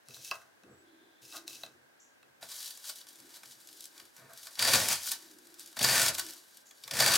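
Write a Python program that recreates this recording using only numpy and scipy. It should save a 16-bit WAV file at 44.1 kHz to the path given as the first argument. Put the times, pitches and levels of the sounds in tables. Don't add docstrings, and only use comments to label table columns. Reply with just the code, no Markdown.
import sys
import numpy as np
from scipy import signal
from scipy.fft import rfft, irfft
from scipy.io import wavfile
from scipy.ndimage import uniform_filter1d

SR = 44100
rng = np.random.default_rng(int(sys.argv[2]) if len(sys.argv) > 2 else 0)


def gain_from_decibels(decibels):
    exponent = np.asarray(decibels, float) / 20
    return 10 ** exponent


def materialize(psi):
    bounded = np.clip(np.atleast_2d(psi).T, -1, 1)
    quanta = np.round(bounded * 32767).astype(np.int16)
    wavfile.write(sys.argv[1], SR, quanta)


N = 316197
T = np.arange(N) / SR

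# mode in Hz, relative level in dB, t60 in seconds.
BLADE_MODES = [(2944, -5.5, 0.027), (3396, -3, 0.0082), (3994, 2, 0.011), (4370, -2, 0.0043),
               (4560, 4.5, 0.0097), (5050, -2, 0.0018), (5610, -7, 0.086), (6520, -38, 0.036),
               (8440, -8, 0.0095), (9200, -6, 0.008)]
# mode in Hz, relative level in dB, t60 in seconds.
STICK_MODES = [(543, -11, 0.047), (652.5, -6, 0.046), (900, -1, 0.013), (1148, 1.5, 0.029),
               (1207.5, 0, 0.012), (1519, 3, 0.018), (1780, 1.5, 0.031), (2317, 2, 0.0059)]
# mode in Hz, relative level in dB, t60 in seconds.
STICK_TOP_MODES = [(2620, 6, 0.036), (3400, -18, 0.033), (3600, -4, 0.06), (3953, 9.5, 0.017),
                   (4920, 0, 0.013), (5450, -5.5, 0.068), (7100, -9, 0.027)]
# mode in Hz, relative level in dB, t60 in seconds.
STICK_LOOSE_MODES = [(585, -5, 0.026), (658, 2, 0.044), (815, -3, 0.01), (1087, -3, 0.046),
                     (1245, -1.5, 0.022), (1472, -0.5, 0.017), (1594, -1, .03), (2030, -9, 0.0226)]
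# mode in Hz, relative level in dB, t60 in seconds.
BENCH_MODES = [(76.5, -16.5, .12), (90.2, -10.5, 0.31), (127, -5, 0.099), (245, -4, 0.024),
               (382, -5, 0.014), (491, -4, 0.054)]
# frequency in Hz, gain in dB.
RUB_TONE = [(1500, -24), (3000, -9.5), (4500, -6.5), (5800, -2), (7500, -8.5), (11000, -9), (16000, -14.5)]
# frequency in Hz, gain in dB.
CRISP_TONE = [(1200, -17.5), (2200, -11.5), (3500, -3), (5500, 2.5), (9000, 0.5), (13000, -1), (16000, -8)]


def unit(x):
    return x / np.sqrt(np.mean(x ** 2))


def colour(x, points):
    hz, db = np.transpose(points)
    bin_hz = np.arange(2049) * SR / 4096
    log_gain = np.interp(np.log(bin_hz + 1), np.log(hz), db) * np.log(10) / 20
    cepstrum = irfft(log_gain)
    cepstrum[1:2048] *= 2
    cepstrum[2049:] = 0
    return signal.fftconvolve(x, irfft(np.exp(rfft(cepstrum))))[:N]


def ring(x, modes):
    t = T[:SR // 2]
    response = 0
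    for k, (hz, db, t60) in enumerate(modes):
        decay = np.exp(-np.log(1000) * t / t60) / np.sqrt(t60)
        response = response + (-1) ** k * gain_from_decibels(db) * np.sin(2 * np.pi * hz * t) * decay
    return signal.fftconvolve(x, response / np.sqrt(np.sum(response ** 2)))[:N]


def tracks(tables):
    out = 0
    for table in tables:
        s, *columns = np.transpose(table)
        on = uniform_filter1d(1. * ((T > s[0]) & (T < s[-1])), size=300)
        out = out + on * gain_from_decibels(np.array([np.interp(T, s, db) for db in columns]))
    return out


def grit(jerks_per_s, jerk_db, jerk_s, grain_db):
    jerk_size = gain_from_decibels(jerk_db + 4 * rng.standard_normal(N))
    jerks = (rng.random(N) < jerks_per_s / SR) * jerk_size
    drag = 1 + signal.lfilter([1], [1, -np.exp(-1 / (jerk_s * SR))], jerks)
    drag = uniform_filter1d(drag, size=60)
    grains = rng.standard_normal(N) * gain_from_decibels(grain_db * rng.exponential(size=N))
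    return unit(drag * grains)


def shuffle(force):
    return force * rng.choice([-1., 1.], N)


def blows(table, burst_s):
    out = np.zeros((len(table[0]) - 1, N + 600))
    crunches = rng.standard_normal((len(table), 600)) * np.exp(-T[:600] / burst_s)
    for (s, db, *above), crunch in zip(table, crunches):
        i = int(s * SR)
        gains = gain_from_decibels(db + np.array([0, *above]))
        out[:, i:i + 600] += gains[:, None] * crunch
    return out[:, :N]


def strokes():
    # time in seconds, tearing in dB, then drive in dB above the tearing for the stick body,
    # the steel ring and the low push into stick and bench; the layers are trimmed below.
    hard_strokes = [
        [(4.57, -57, 1, 2.5, -10), (4.598, -34, -7, -3, -13), (4.638, -30, -7, -1, -15.5),
         (4.748, -25, -7, -7, -11), (4.872, -32.5, -10.5, -21, -11.5), (4.89, -30.5, -12, -26, -23),
         (4.902, -31.5, -7, -18, -14), (4.93, -27.5, -13, -15, -24), (4.98, -39.5, -12, -16.5, -38),
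         (5.03, -46, -26, -16, -32)],
        [(5.76, -66, -8, -5, -3), (5.766, -52, -4, -5, -2), (5.796, -39.5, -14, -2, -17),
         (5.804, -40, 0, 0, -1.5), (5.834, -27, -15, -5, -17), (5.844, -27.5, -7.5, -4, -13),
         (5.932, -25.5, -5.5, -5.5, -14.5), (6.092, -26.5, -11, -20, -19), (6.118, -46, -2, -12, -3),
         (6.16, -42, -19, -15, -26)],
        [(6.89, -55, -8, -8, -7), (6.902, -63, -3, -5, -4), (6.912, -37.5, -9, -12, -11),
         (6.93, -49.5, -4, -6, 1.5), (6.938, -37.5, -5, -10, -6.5), (6.976, -33, -7, -14, -14.5),
         (7.008, -26.5, -6, -3.5, -9.5), (7.102, -27, -4, -5, -14.5), (7.156, -26.5, -11, -8, -23),
         (7.17, -31, -6, -8, -13)],
    ]
    # frequency in Hz, gain in dB.
    tear_tone = [(1500, -19.5), (2500, -9), (3500, -7), (5200, -5.5), (8000, -7), (11000, -9.5),
                 (13500, -13.5), (16000, -18)]
    # mode in Hz, relative level in dB, t60 in seconds.
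    rod_modes = [(1730, -14, 0.0083), (4410, -53, 0.012), (4600, 2.5, 0.012), (4760, 0, 0.011)]
    tear, body, sing, push = tracks(hard_strokes)
    force = grit(jerks_per_s=80.0, jerk_db=0.0, jerk_s=0.0025, grain_db=0.1)
    felt = force * tear
    edge = gain_from_decibels(-1.0) * unit(colour(shuffle(force), tear_tone)) * tear
    blade = gain_from_decibels(-8.5) * ring(felt * sing, BLADE_MODES)
    rod = gain_from_decibels(-2.5) * ring(felt * sing, rod_modes)
    low_wood = gain_from_decibels(-0.5) * ring(felt * push, STICK_MODES[:2])
    wood = gain_from_decibels(-0.1) * ring(felt * body, STICK_MODES[2:])
    bench = gain_from_decibels(-3.5) * ring(felt * push, BENCH_MODES)
    return edge + blade + rod + low_wood + wood + bench


def slides():
    # time in seconds, rub in dB, wood body drive in dB above the rub, both before the trims below.
    mat_slides = [
        [(0.05, -75, -18), (0.094, -55.5, -11), (0.194, -52, -28), (0.278, -47, -36), (0.292, -44, -39),
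         (0.304, -52, -31), (0.314, -45, 17), (0.33, -53.5, -1.5), (0.5, -76.5, 5.5)],
        [(1.2, -116, 4), (1.22, -55.5, -25), (1.282, -56, -28), (1.362, -45, -8.5), (1.458, -72, -4),
         (1.478, -47, -19), (1.628, -55, -17), (1.634, -53.5, -7.5), (1.78, -78.5, 0)],
    ]
    rub, body = tracks(mat_slides)
    force = grit(jerks_per_s=90., jerk_db=-5., jerk_s=.005, grain_db=.8)
    hiss = gain_from_decibels(-1.5) * unit(colour(shuffle(force), RUB_TONE)) * rub
    top = gain_from_decibels(-11) * ring(force * rub, STICK_TOP_MODES)
    wood = gain_from_decibels(-1.0) * ring(force * rub * body, STICK_LOOSE_MODES)
    return hiss + top + wood


def rustles():
    # time in seconds, rustle in dB, wood body drive in dB above the rustle, before the trims below.
    shaving_rustles = [
        [(2.41, -55, -1), (2.43, -52.5, -1), (2.47, -53.5, -10), (2.54, -43.5, -15), (2.67, -41.5, -18),
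         (2.8, -54.5, -15), (2.89, -38, -15), (2.95, -52.5, -19), (2.96, -44.5, -19), (3.06, -62.5, -7),
         (3.09, -49.5, -18), (3.11, -56.5, -14), (3.3, -57.5, -6), (3.36, -49.5, -10), (3.41, -59, -5),
         (3.52, -50.5, -18), (3.56, -59, -10), (3.85, -52.5, -28), (3.91, -60, -8), (4.0, -54, -1),
         (4.04, -59.5, -9), (4.13, -68, -12), (4.17, -56, -3), (4.26, -64, 5), (4.46, -47, -17),
         (4.5, -54.5, -1.5), (4.55, -51.5, -21), (4.58, -50, 3)],
        [(5.0, -45.5, -4), (5.056, -40.5, -15), (5.076, -33.5, -22), (5.108, -38.5, -13), (5.116, -33.5, -12),
         (5.184, -51.5, -8), (5.382, -62, -8), (5.584, -60.5, -7), (5.594, -50.5, -17), (5.758, -60, -9),
         (5.772, -47, 8), (5.78, -50, -9)],
        [(6.13, -42, -11), (6.174, -44, -3.5), (6.192, -31.5, -6), (6.21, -41, -8.5), (6.45, -59.5, -11),
         (6.584, -57.5, -20), (6.642, -68, -10), (6.67, -61, -30), (6.72, -64.5, -12), (6.816, -61, -15),
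         (6.836, -55, -9), (6.9, -53, 1)],
    ]
    crisp, body = tracks(shaving_rustles)
    force = grit(jerks_per_s=80., jerk_db=-4., jerk_s=.005, grain_db=1.1)
    crackle = gain_from_decibels(-2.5) * unit(colour(shuffle(force), CRISP_TONE)) * crisp
    blade = gain_from_decibels(-8) * ring(force * crisp, BLADE_MODES)
    wood = gain_from_decibels(-4) * ring(force * crisp * body, STICK_MODES)
    return crackle + blade + wood


def knocks():
    # start in seconds, crack in dB, then drive in dB above the crack for the upper wood ring
    bench_knocks = [(0.0857, -33.5, -25, -16.5), (0.107, -39, -11.5, -24), (0.1444, -32, -23, -31),
                    (0.166, -40, -24, -12), (0.2867, -50, -15, -32), (0.3122, -25, 0.5, -20),
                    (0.355, -34, -21, -13), (0.416, -53, -12, 4), (0.635, -49.5, -16.5, -12),
                    (1.2184, -49, -21, -16), (1.3248, -47, -8, -10), (1.3684, -25, -23, -26),
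                    (1.4789, -23.5, -16.5, -34), (1.507, -39.5, -16, -26), (1.5308, -35.5, -11.5, -25),
                    (1.5558, -39, -18, -30), (1.6348, -33, -10, -4.5), (1.663, -41, -9, -9),
                    (2.2293, -48, -11, -6), (2.4274, -37, -8.5, -5)]
    hit, top, body = blows(bench_knocks, burst_s=0.00066)
    crack = gain_from_decibels(4.0) * colour(hit, RUB_TONE)
    return crack + gain_from_decibels(12.5) * ring(top, STICK_TOP_MODES) + gain_from_decibels(8.5) * ring(body, STICK_LOOSE_MODES)


def ticks():
    # start in seconds, snap in dB, then drive in dB above the snap for the blade ring
    edge_ticks = [(2.7741, -35, -20, -21), (2.8413, -39.5, -2, -11), (2.8953, -34, -3, -14),
                  (2.9572, -38, -16, -22), (3.0126, -45, 1, -21), (3.0682, -44.5, -4, -14),
                  (3.1567, -43.5, -15, -17), (3.2013, -41, -20, -19), (3.3416, -41.5, -7, -21),
                  (3.4331, -40, -12, -4.5), (3.457, -42, -10, -21), (3.5094, -43, -11, -18),
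                  (3.673, -38.5, -22, -26), (3.6877, -40.5, -11, -16), (3.728, -41, -14, -24),
                  (3.8063, -32, -31, -35), (3.8234, -43, -20, -29), (3.841, -34, -25, -32),
                  (3.8546, -32.5, -37, -34), (3.9784, -40.5, -8, -23), (3.9983, -41.5, -2, -9),
                  (4.165, -41.5, -24, -26), (4.334, -37.5, -25, -20), (4.375, -36, -32, -29),
                  (4.4347, -43, -11, -22), (4.4694, -35, -5, -9), (4.5257, -47, -16, -27),
                  (4.5537, -39.5, -2, -14), (4.5921, -21, -3.5, -15.5), (4.6243, -19, -1, -7),
                  (4.6811, -23, 4, -4), (4.7386, -18.5, 2, -23), (4.8859, -13, -33, -22),
                  (4.928, -17.5, -23, -11), (5.033, -27.5, -25, -25), (5.0592, -28, -19, -20),
                  (5.0735, -24.5, -22, -15), (5.1168, -17.5, -38, -19), (5.386, -43, -26, -26),
                  (5.4703, -43.5, -22, -22.5), (5.5418, -42, -21, -18), (5.595, -35, -18, -33),
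                  (5.618, -48, -14, -22), (5.66, -36.5, -12, -28), (5.728, -47, -6, -11),
                  (5.7678, -33.5, -2.5, -9), (5.7908, -24.5, -2, -9), (5.814, -31, 7, -10),
                  (5.8292, -15.5, -19, -20), (6.0162, -13, -9, -14), (6.1494, -23.5, -19, -18),
                  (6.1833, -24, -19, -22), (6.2647, -32, -11, -17), (6.307, -33, -22, -19),
                  (6.3346, -35, -16, -24), (6.571, -37.5, -17, -28), (6.7098, -44, -6, -5),
                  (6.837, -38, 2, -11.5), (6.8775, -32.5, -8, -6), (6.9102, -32.5, 2.5, -2),
                  (6.9367, -30.5, -1, -12), (7, -20.5, -0.5, -7), (7.1174, -29, 1, -14),
                  (7.1402, -14, -7, -4.5)]
    hit, blade, body = blows(edge_ticks, burst_s=0.0034)
    snap = gain_from_decibels(-4) * colour(hit, CRISP_TONE)
    return snap + gain_from_decibels(-1.0) * ring(blade, BLADE_MODES) + gain_from_decibels(-1.0) * ring(body, STICK_MODES)


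def scuffs():
    # time of the peak in seconds, level in dB, half length in seconds.
    mat_scuffs = [(0.696, -66, 0.052), (1.346, -49.5, 0.014), (2.896, -56, 0.0076), (4.217, -62, 0.018),
                  (4.31, -58.5, 0.021), (4.48, -66, 0.031)]
    press = sum(gain_from_decibels(db) * np.exp(-((T - s) / half_s) ** 2) for s, db, half_s in mat_scuffs)
    return ring(rng.standard_normal(N) * press, STICK_LOOSE_MODES)


def hands():
    # time of the peak in seconds, level in dB, fade time constant in seconds.
    hand_shifts = [(.09, -59.5, 0.039), (.18, -68, .1), (.315, -69, 0.087), (.64, -61.5, 0.069),
                   (.7, -58, 0.02), (1.23, -64, 0.032), (1.48, -69, 0.11), (1.65, -70, 0.15),
                   (2.24, -72, 0.081), (2.43, -62, 0.022), (3.19, -67.5, 0.03), (3.43, -69.5, 0.092),
                   (4.01, -70, 0.025), (4.19, -62.5, 0.054), (4.24, -68, .05), (4.31, -75, .05),
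                   (6.2, -78, .08), (6.85, -65.5, .05)]
    rise_s = 0.01
    weight = 0
    for s, db, fade_s in hand_shifts:
        weight = weight + gain_from_decibels(db) * np.exp(np.minimum((T - s) / rise_s, (s - T) / fade_s))
    return ring(rng.standard_normal(N) * weight, BENCH_MODES)


def lift():
    # start in seconds, length in seconds, level in dB.
    ring_swell = (.84, 0.386, -74)
    tip_swell = (.68, 0.16, -76)
    # mode in Hz, relative level in dB, t60 in seconds.
    free_modes = [(3320, -3.5, 0.024), (3580, -4, .06), (3980, -5, 0.044)]
    # mode in Hz, relative level in dB, t60 in seconds.
    tip_modes = [(7770, 0, 0.028)]

    def gate(s, length_s, db):
        return gain_from_decibels(db) * np.clip(np.minimum(T - s, s + length_s - T) / .03, 0, 1)

    force = rng.standard_normal(N)
    return ring(force * gate(*ring_swell), free_modes) + ring(force * gate(*tip_swell), tip_modes)


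def hum():
    # time in seconds, level in dB before the trim below.
    hum_levels = [
        [(0.62, -70), (0.662, -65), (1.086, -70), (1.16, -80), (1.364, -65.5), (1.742, -71), (1.82, -80)],
        [(2.95, -85), (3.254, -65), (3.448, -88), (3.696, -70), (3.882, -78), (4.044, -68.5), (4.1, -97)],
        [(5.12, -71), (5.148, -75), (5.234, -64), (5.738, -71.5), (5.748, -82), (5.766, -62), (5.78, -62)],
        [(6.12, -59), (6.164, -63), (6.188, -60), (6.206, -62), (6.282, -62), (6.488, -85), (6.5, -94)],
    ]
    # mode in Hz, relative level in dB, t60 in seconds.
    hollow_modes = [(274, -5, 0.049), (317, -0.5, 0.094), (382, -5.5, 0.063)]
    return gain_from_decibels(1.5) * ring(rng.standard_normal(N) * tracks(hum_levels)[0], hollow_modes)


def chirps():
    # start in seconds, length in seconds, low edge in Hz, high edge in Hz, level in dB.
    far_chirps = [(1.997, 0.067, 5560, 7600, -60), (6.654, 0.075, 5800, 7500, -59.5)]
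    out = 0
    for s, length_s, low_hz, high_hz, db in far_chirps:
        band_pass = signal.butter(6, [low_hz, high_hz], "band", fs=SR, output="sos")
        band = signal.sosfilt(band_pass, rng.standard_normal(N))
        age = np.clip((T - s) / length_s, 0, 9)
        out = out + gain_from_decibels(db) * unit(band) * np.minimum(age * 12, 1) * np.exp(-age ** 1.2)
    return out


def room(x):
    bass_t60_s, treble_t60_s, build_up_s = 0.19, 0.056, 0.0091
    room_db = -12
    t = T[:SR // 2]
    low_pass = signal.butter(1, 2500, fs=SR, output="sos")
    tails = []
    for noise in rng.standard_normal((2, len(t))):
        bass = signal.sosfilt(low_pass, noise)
        tail = bass * gain_from_decibels(-60 * t / bass_t60_s) + (noise - bass) * gain_from_decibels(-60 * t / treble_t60_s)
        tail = tail * np.minimum(t / build_up_s, 1)
        tails.append(signal.fftconvolve(x, tail / np.sqrt(np.sum(tail ** 2)))[:N])
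    mid, side = tails
    side = colour(side, [(60, -30), (150, -16), (500, -8), (3000, -4), (7000, 1), (12000, 7)])
    return gain_from_decibels(room_db) * (mid + side * np.array([[1], [-1]]))


def air():
    # frequency in Hz, gain in dB.
    air_tone = [(18, -70), (30, -40.5), (81, -12.5), (161, -9.5), (233, -4), (280, -1.5), (461, -4),
                (554, -1.5), (988, -4.5), (1190, -7.5), (1810, -6), (2410, -11), (7670, -16.5), (9970, -18),
                (16000, -20.5)]
    # mode in Hz, relative level in dB, t60 in seconds.
    whir_modes = [(1590, 0, 0.022)]
    air_db = -68.5
    noise = rng.standard_normal((3, N))
    mid = unit(colour(noise[0], air_tone)) + gain_from_decibels(-5.0) * ring(noise[1], whir_modes)
    side = unit(colour(noise[2], air_tone))
    side = colour(side, [(100, 2), (400, 2.5), (2000, 5.0), (12000, -4.0)])
    return gain_from_decibels(air_db) * (mid + side * np.array([[1], [-1]]))


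def scene():
    # frequency in Hz, difference in dB.
    left_lean = [(200, 0), (1000, .5), (4000, 1.3), (12000, 2.3)]
    near = strokes() + slides() + rustles() + knocks() + ticks()
    near = near + scuffs() + hands() + lift() + hum() + chirps()
    left = colour(near, [(hz, db / 2) for hz, db in left_lean])
    right = colour(near, [(hz, -db / 2) for hz, db in left_lean])
    return np.array([left, right]) + room(near) + air()


def band_limit(x):
    return signal.sosfilt(signal.butter(12, 16820, fs=SR, output="sos"), x)


def record(dry):
    bass_cut = signal.butter(3, 65, "high", fs=SR, output="sos")
    top_cut = signal.ellip(8, .5, 60, 15900, fs=SR, output="sos")
    mix = signal.sosfilt(top_cut, signal.sosfilt(bass_cut, dry))
    return band_limit(mix)


dry = scene()
out = record(dry)
materialize(out)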